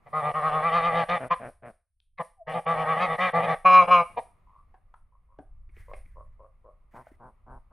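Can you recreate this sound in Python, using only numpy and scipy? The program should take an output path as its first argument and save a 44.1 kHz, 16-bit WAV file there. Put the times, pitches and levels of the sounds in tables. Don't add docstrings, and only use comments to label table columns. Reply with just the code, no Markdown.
import sys
import numpy as np
from scipy import signal
from scipy.fft import rfft, irfft
from scipy.io import wavfile
from scipy.ndimage import uniform_filter1d

SR = 44100
rng = np.random.default_rng(int(sys.argv[2]) if len(sys.argv) > 2 else 0)


def how_loud(loudness_db):
    steps = np.asarray(loudness_db, float) / 20
    return 10 ** steps


def store_wav(level_fs):
    pcm = np.round(np.clip(np.atleast_2d(level_fs), -1, 1) * 32767)
    wavfile.write(sys.argv[1], SR, pcm.T.astype(np.int16))


N = 340452

# (start [s], beak level [dB], pitch [Hz], windpipe level [dB], upper throat level [dB])
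CACKLE = [(.054, -56, 145, -50, -59), (.088,), (.122, -25.5, 156, -33, -43), (.222, -28, 151, -29.5, -40),
          (.316,), (.332, -26, 156, -33, -41), (.418, -23, 158, -30, -38), (.508, -25, 157, -29, -40),
          (.622, -22, 167, -30, -34), (.712, -21, 172, -28, -33), (.815, -23, 172, -29, -34),
          (.92, -26, 170, -26, -33), (1.04,), (1.08, -26, 177, -28, -32), (1.178,)]
CHATTER = [(2.464, -39, 158, -35, -41), (2.535, -34, 171, -29, -43), (2.598,), (2.653, -24, 168, -28, -37),
           (2.755, -29, 162, -29, -38), (2.858, -24, 162, -29, -34), (2.962, -28, 168, -29, -35),
           (2.992, -24, 184, -28, -31), (3.072, -29, 164, -30, -35), (3.158,), (3.176, -25, 185, -29, -28),
           (3.298,), (3.326, -24, 170, -24, -33), (3.42, -32, 178, -28, -35), (3.47, -27, 165, -26, -33),
           (3.546,)]
HONKS = [
    (1.298, -19, 175, -31, -34),
    (1.342,),
    (2.174, -39, 200, -55, -41),
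    (2.192, -30, 172, -32, -44),
    (2.222,),
]
YELP = [
    (4.162, -31, 241, -28, -44),
    (4.197,),
]
# (time [s], beak level [dB], pitch [Hz])
BLASTS = [
    [(3.645, -42, 183.4), (3.657, -16, 186.0), (3.664, -10, 186.2), (3.695, -16, 183.0),
     (3.72, -15.5, 183.2), (3.749, -11, 184.2), (3.8, -11, 182.2), (3.829, -22, 174.9), (3.865, -41, 176.0)],
    [(3.872, -42, 170.0), (3.884, -28, 176.0), (3.904, -27, 178.6), (3.914, -14, 180.4),
     (3.922, -12, 180.5), (3.994, -18, 173.3), (4.006, -20, 172.0), (4.038, -41, 168.0)],
]
# (roughness [0-1], beak resonance [Hz])
CACKLE_COLOUR = (.58, 1170)
CHATTER_COLOUR = (.75, 1170)
HONK_COLOUR = (.65, 1090)
YELP_COLOUR = (.4, 1020)
BLAST_COLOUR = (.2, 1125)
# (centre [Hz], width [Hz], level [dB])
WINDPIPE = [(539.3, 285, 6.5), (759.4, 434, 11)]
CACKLE_UPPER = [(1640, 220, -2), (1951, 190, 6), (2320, 200, 0.5), (2939, 610, -11), (3579, 190, -12.5),
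                (4130, 580, -23), (5840, 1600, -42.5)]
HONK_UPPER = [(1580, 390, -7), (2330, 220, 4.5), (2797, 313, -6), (3360, 220, -20.5), (3970, 240, -16),
              (5080, 460, -27), (6405, 700, -36)]
# (centre [Hz], width [Hz], level under the windpipe [dB])
MATE_CHEST = [(127, 13, -16.5), (256.3, 180, -15.5)]
# (start [s], length [s], level [dB], pitch [Hz])
GRUNTS = [
    (1.19, .085, -34.5, 126),
    (1.39, .11, -39.5, 125),
    (1.616, .095, -44, 119.9),
    (6.929, .095, -46.5, 120.7),
    (7.19, .115, -49.5, 124.3),
    (7.457, .13, -49.5, 126),
    (7.701, .03, -59.5, 123),
]
# (frequency [Hz], level [dB])
GRUNT_NEAR = [(90, -11.5), (125, -4.5), (260, -5), (360, -12.5), (500, -4), (660, 4), (900, -12),
              (1500, -10), (2400, -19), (3500, -41), (6000, -66)]
GRUNT_AWAY = [(90, -10), (125, 12.5), (250, 8.5), (370, 4), (500, 7), (1020, 14), (1250, 3), (1550, 3.5),
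              (1900, -21), (3500, -42.5)]
# (start [s], length [s], upper band level [dB], lower band relative [dB])
FAR = [
    (4.459, .17, -59, -36),
    (5.112, .07, -68, -18),
    (5.278, 0.11, -68, -10.5),
    (5.873, .08, -53, 1.5),
    (6.147, .09, -54.5, -1),
    (6.383, .09, -58, 2.5),
    (6.634, .08, -60, 5),
]
# (centre [Hz], width [Hz])
FAR_BANDS = [(1079, 140), (568, 148)]
# (time [s], pitch [Hz], level [dB])
PEEP = [
    (2.37, 820, -74.5),
    (2.42, 653, -41.5),
    (2.45, 650, -72),
]
# (time [s], peak level [dB], low ring [Hz], high ring relative [dB], t60 [s])
TICKS = [
    (4.741, -48, 804, -11.5, 0.093),
    (4.94, -42, 1120, -18, 0.027),
    (5.386, -40.5, 290, -21, 0.085),
    (5.387, -38.5, 696, -15.5, .05),
    (7.068, -40.5, 636, -10.5, 0.026),
    (7.115, -47, 316, -22, 0.026),
]
SNAP = [
    (2.002, -54, 3330, -41.5, .008),
    (5.69, -65, 325, 3, 0.048),
    (5.766, -52.5, 380, 2, 0.059),
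    (5.934, -33.5, 590, -9.5, 0.049),
    (6.059, -63.5, 271, 7.5, 0.015),
]
# (time [s], level [dB])
SCUFF = [
    [(5.66, -100.5), (5.768, -65.5), (6.6, -97)],
    [(6.91, -83), (6.955, -60.5), (7.16, -77)],
]
# (time [s], level [dB])
GUSTS = [(0.0, -70), (0.36, -56), (1.7, -61), (1.83, -76.5), (2.66, -60.5), (5.29, -57), (5.63, -46.5),
         (6.23, -46), (6.53, -56.5), (7.42, -57), (7.5, -46), (7.72, -59)]
# (time [s], level [dB])
YARD_WASH = [
    [(0.0, -68.5), (0.11, -58), (0.14, -57.5)],
    [(4.1, -57), (4.25, -66), (5.16, -77.5), (7.28, -72), (7.72, -72.5)],
]
# (frequency [Hz], level [dB])
WIND = [(8.8, -29), (15, 3.5), (40, -4.5), (85, -13), (136, -28.5), (220, -38.5), (290, -65.5), (480, -120)]
WASH = [(150, 3), (330, -11.5), (560, -7), (900, -9), (1200, -2), (1550, -20.5), (2100, -13.5),
        (3000, -26.5), (6000, -39)]
GRIT = [(1000, -17), (1600, -7), (2000, 0.5), (2600, -16), (4000, -26), (7000, -27.5)]
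HISS = [(200, -25.5), (3000, -17), (5500, -16), (7200, -24), (8200, -10.5), (9300, -1), (10500, -6),
        (11800, -16), (12600, -31.5), (14000, -40.5)]
# (frequency [Hz], t60 [s])
YARD = [(150, 0.15), (600, 0.26), (1200, 0.3), (3000, 0.35), (7000, 0.13)]
# (frequency [Hz], phase [rad])
LEAD = [(60, .2), (200, .6), (400, .35), (700, -.25), (1500, -.2), (3900, 0)]
# (frequency [Hz], level [dB])
LEAN = [(60, 0), (95, -1), (150, -0.5), (240, 1.5), (380, 2), (590, 0.5), (940, 1), (1480, 0.5),
        (2350, 0.5), (3710, 2)]
# (from [s], to [s])
DROPOUTS = [(1.285, 1.34), (2.465, 2.49), (2.655, 2.678), (3.325, 3.345), (3.645, 3.668), (4.165, 4.185)]

RISE_S, FALL_S, EDGE_DB = 0.013, 0.017, 25.5
BEAK_ARCH_DB, UPPER_ARCH_DB, PIPE_ARCH_DB, PITCH_ARCH, CREST = 12, 4.5, 3, .072, .52
SLUR_S = .011
TONGUE_DB = 3
CHEST_DB, YELP_CHEST_DB = -7.5, -30
BLAST_PIPE_DB, BLAST_UPPER_DB, BLAST_CHEST_DB = -25, -14, -12.5
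MATE_HZ, GRUNT_ARCH_DB = 121.7, 5
FAR_PER_S, FAR_ARCH_DB = 97, 8
TICK_HZ, SNAP_HZ = 1540, 2180
YARD_DB, FAR_YARD_DB, SCATTER_DB = -20, -12.5, -13
GATE_SHUT_DB, GATE_OPEN_DB, HISS_DB, GATE_DEPTH_DB = -83.5, -51.5, -62.5, 36


def goose(shape, colour, upper, mate):
    beak_db, hz, pipe_db, upper_db, chest_db = shape
    rough, beak_hz = colour
    count, bend = len(hz), hz / hz.mean()
    slack_db = np.minimum(beak_db.max() - beak_db, 14)
    drive, turns = syrinx(hz, .75 * rough + .012 * slack_db, jitter=.02)

    gabble = syrinx(MATE_HZ + 0 * hz, .4 + 0 * hz, jitter=0.17, top_hz=1500)[0]
    crowd = mate * how_loud(np.minimum(pipe_db, 6))
    pipe = 0
    for k, (f, width, db) in enumerate(WINDPIPE):
        pipe = pipe + (-1) ** k * how_loud(db) * steep(drive + crowd * gabble, f, width)
    mate_chest = sum(how_loud(db) * evened(resonate(gabble, f, width)) for f, width, db in MATE_CHEST)
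    pipe = evened(pipe, size=700) + np.minimum(crowd, .4) * mate_chest

    raspy = drive + (.22 + .7 * rough) * rush(count)
    throat = 0
    for k, (f, width, db) in enumerate(upper):
        tongue_db = TONGUE_DB * evened(uniform_filter1d(rush(count), size=2200))
        throat = throat + (-1) ** k * how_loud(db + tongue_db) * resonate(raspy, f * bend ** 0.71, width)

    chest = np.sqrt(2) * np.cos(2 * np.pi * turns)
    beak = evened(steep(drive, beak_hz * bend ** 0.18, 280), size=700)
    body = how_loud(pipe_db) * pipe + how_loud(upper_db) * evened(throat, size=700) + how_loud(chest_db) * chest
    return how_loud(beak_db) * (beak + body)


def syrinx(hz, rough, jitter, top_hz=7000):
    wobble = evened(uniform_filter1d(rush(len(hz)), size=260))
    turns = np.cumsum(hz * (1 + jitter * rough * wobble)) / SR
    pulses = sum(np.cos(2 * np.pi * k * turns) for k in range(1, int(top_hz / hz.max())))
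    puffs = (.25 + np.exp(-(turns % 1) / 0.75)) * rush(len(hz))
    share = np.clip(rough, 0, 1)
    return np.sqrt(1 - share ** 2) * evened(pulses) + share * evened(puffs), turns


def syllables(rows, stop, chest_db):
    starts = np.append(rows[:, 0], stop)
    edge_db, u = breath(stop - starts[0])
    t = starts[0] + u * (stop - starts[0])
    k = np.clip(np.searchsorted(starts, t, side="right") - 1, 0, len(rows) - 1)
    off = arch((t - starts[k]) / np.diff(starts)[k])
    slur = int(SLUR_S * SR)
    beak_db, hz, pipe_db, upper_db = uniform_filter1d(rows[k, 1:], size=slur, axis=0).T
    beak_db = beak_db - BEAK_ARCH_DB * off
    pipe_db = pipe_db - PIPE_ARCH_DB * off
    upper_db = upper_db - UPPER_ARCH_DB * off
    chest_db = pipe_db + chest_db - 8.0 * off
    hz = uniform_filter1d(hz * (1 - PITCH_ARCH * off), size=slur)
    return beak_db + edge_db, hz, pipe_db - beak_db, upper_db - beak_db, chest_db - beak_db


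def blast(rows):
    beak_db, hz = played(rows)
    pipe_db = np.minimum(BLAST_PIPE_DB - beak_db, 1.5)
    upper_db = BLAST_UPPER_DB + .25 * (pipe_db - pipe_db.min())
    return beak_db, hz, pipe_db, upper_db, pipe_db + BLAST_CHEST_DB


def phrases(table):
    stops = [k for k, row in enumerate(table) if len(row) == 1]
    return [(np.array(table[a + 1:b]), table[b][0]) for a, b in zip([-1] + stops, stops)]


def breath(length):
    t = np.arange(0, length + FALL_S, 1 / SR)
    edges = np.clip(1 - t / RISE_S, 0, 1) + np.clip((t - length) / FALL_S, 0, 1)
    return -EDGE_DB * edges, t / length


def arch(u):
    return np.minimum(np.where(u < CREST, 1 - u / CREST, (u - CREST) / (1 - CREST)), 1.2) ** 2


def grunt(length, peak_db, top_hz, colour):
    edge_db, u = breath(length)
    off = arch(u)
    drive = syrinx(top_hz * (1 - PITCH_ARCH * off), .7 + 0 * u, jitter=0.11, top_hz=5200)[0]
    voice = evened(coloured(drive, colour), size=1200)
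    smear = rush(300) * np.exp(-np.arange(300) / 130)
    smear_phase = np.angle(rfft(smear, len(u)))
    voice = irfft(rfft(voice) * np.exp(1j * smear_phase), len(u))
    dull = uniform_filter1d(voice, size=30)
    return how_loud(peak_db + edge_db - GRUNT_ARCH_DB * off) * (dull + (voice - dull) * how_loud(-9 * off))


def far_call(length, peak_db, lower_db):
    edge_db, u = breath(length)
    upper_db = peak_db + edge_db - FAR_ARCH_DB * arch(u)
    drive = syrinx(FAR_PER_S + 0 * u, .65 + 0 * u, jitter=.25, top_hz=1600)[0]
    drive = drive * how_loud(4.2 * evened(uniform_filter1d(rush(len(u)), size=500)))
    lift = np.linspace(.92, 1.07, len(u))
    upper, lower = (evened(resonate(drive, f * lift, width), size=2500) for f, width in FAR_BANDS)
    return how_loud(upper_db) * (upper + how_loud(lower_db) * lower)


def peep():
    hz, level_db = uniform_filter1d(played(PEEP), size=700, axis=1)
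    return np.sqrt(2) * how_loud(level_db) * np.sin(2 * np.pi * np.cumsum(hz) / SR)


def tick(peak_db, low_hz, high_db, t60, high_hz):
    t = np.arange(-100, 2000) / SR
    knock = rng.standard_normal(len(t)) * how_loud(-60 * np.maximum(t, 0) / t60) * (t > 0)
    low = resonate(knock, low_hz, 0.43 * low_hz)
    high = resonate(knock, high_hz, 0.23 * high_hz)
    return how_loud(peak_db) * (low / abs(low).max() + how_loud(high_db) * high / abs(high).max())


def air():
    wind = along(GUSTS) * noise(WIND, 0.99, 1.4, size=1500)
    wash = sum(along(rows) for rows in YARD_WASH) * noise(WASH, 0.73, 0.78, size=2500)
    scuff = sum(along(rows) for rows in SCUFF) * noise(GRIT, 0.93, 3.3, size=700)
    return wind + wash + scuff


def yard(x):
    taps = np.zeros((2, SR))
    at = np.arange(500, SR - 20, 20) + rng.integers(0, 20, (SR - 501) // 20)
    taps[:, at] = rng.choice([-1., 1.], len(at)) + 0.38 * rng.standard_normal((2, len(at)))
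    hz, t, z = signal.stft(taps, SR, nperseg=256)
    tail = signal.istft(z * how_loud(-60 * t / read(YARD, hz)[:, None]), SR, nperseg=256)[1]
    return signal.fftconvolve(x[None], tail / np.linalg.norm(tail[0]), axes=1)[:, :N]


def ports(x):
    hz = np.fft.rfftfreq(N, 1 / SR)
    half = np.exp(.5j * read(LEAD, hz)) * how_loud(.5 * read(LEAN, hz))
    scatter = rng.standard_normal(600) * np.exp(-np.arange(600) / 150)
    scatter = rfft(scatter / np.linalg.norm(scatter), N).real
    side = how_loud(SCATTER_DB) * 1j * scatter * np.clip(hz / 500, 0, 1) / (1 + hz / 5000)
    return np.array([irfft(rfft(x) * (half + side), N), irfft(rfft(x) * (1 / half - side), N)])


def gated_hiss(dry):
    bright = signal.sosfilt(signal.butter(4, 1900, "high", fs=SR, output="sos"), dry.mean(0))
    level_db = 10 * np.log10(abs(uniform_filter1d(bright ** 2, size=800, origin=399)) + 1e-12)
    opening = np.clip((level_db - GATE_SHUT_DB) / (GATE_OPEN_DB - GATE_SHUT_DB), 0, 1)
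    t = np.arange(N) / SR
    fall = 5.0 * t
    held = np.maximum.accumulate(opening + fall) - fall
    smooth = uniform_filter1d(held, size=1200, origin=599)
    ducked = uniform_filter1d(sum((t > a) * (t < b) * 1. for a, b in DROPOUTS), size=100)
    return how_loud(HISS_DB - GATE_DEPTH_DB * (1 - smooth) - 22 * ducked) * noise(HISS, 0.99, 0.51, size=600)


def noise(colour, same, lumps_db, size):
    a, b, lumps = rng.standard_normal((3, N))
    pair = np.array([coloured(a + np.sqrt(1 - same) * side * b, colour) for side in (1, -1)])
    drift = evened(uniform_filter1d(uniform_filter1d(lumps, size), size))
    return evened(pair) * how_loud(lumps_db * drift)


def rush(count):
    return rng.standard_normal(count)


def resonate(x, hz, width):
    turn = np.exp(2j * np.pi * np.cumsum(hz * np.ones(len(x))) / SR)
    r = np.exp(-np.pi * width / SR)
    return 2 * (turn * signal.lfilter([(1 - r) ** 2], [1, -2 * r, r * r], x / turn)).real


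def steep(x, hz, width):
    return resonate(resonate(x, hz, width), hz, width)


def coloured(x, points):
    return irfft(rfft(x) * how_loud(read(points, np.fft.rfftfreq(len(x), 1 / SR))), len(x))


def evened(x, size=None):
    power = abs(uniform_filter1d(x ** 2, size)) if size else np.mean(x ** 2)
    return x / np.sqrt(power + 1e-20)


def read(points, hz):
    f, value = np.transpose(points)
    return np.interp(np.log(hz + 1), np.log(f + 1), value)


def played(rows):
    s, *columns = np.transpose(rows)
    t = np.arange(s[0], s[-1], 1 / SR)
    return [np.interp(t, s, c) for c in columns]


def along(rows):
    return how_loud(np.interp(np.arange(N) / SR, *np.transpose(rows), left=-150, right=-150))


def add(mix, s, sound):
    part = mix[round(s * SR):][:len(sound)]
    part += (sound * signal.windows.tukey(len(sound), 200 / len(sound)))[:len(part)]


def scene():
    near, far = np.zeros((2, N))
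    bouts = [(CACKLE, CACKLE_COLOUR, CHEST_DB), (CHATTER, CHATTER_COLOUR, CHEST_DB),
             (HONKS, HONK_COLOUR, CHEST_DB), (YELP, YELP_COLOUR, YELP_CHEST_DB)]
    for table, colour, chest_db in bouts:
        for rows, stop in phrases(table):
            add(near, rows[0, 0], goose(syllables(rows, stop, chest_db), colour, CACKLE_UPPER, mate=0.23))
    for rows in BLASTS:
        add(near, rows[0][0], goose(blast(rows), BLAST_COLOUR, HONK_UPPER, mate=.2))
    for s, *row in GRUNTS:
        add(near, s, grunt(*row, GRUNT_NEAR if s < 3 else GRUNT_AWAY))
    for s, *row in FAR:
        add(far, s, far_call(*row))
    add(near, PEEP[0][0], peep())
    for rows, high_hz in (TICKS, TICK_HZ), (SNAP, SNAP_HZ):
        for s, *blow in rows:
            add(far, s - 100 / SR, tick(*blow, high_hz))
    return ports(near + far) + yard(how_loud(YARD_DB) * near + how_loud(FAR_YARD_DB) * far) + air()


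def band_limit(x):
    return signal.sosfilt(signal.butter(12, 15300, fs=SR, output="sos"), x)


def record(dry):
    mix = dry + gated_hiss(dry)
    return band_limit(mix)


dry = scene()
out = record(dry)
store_wav(out)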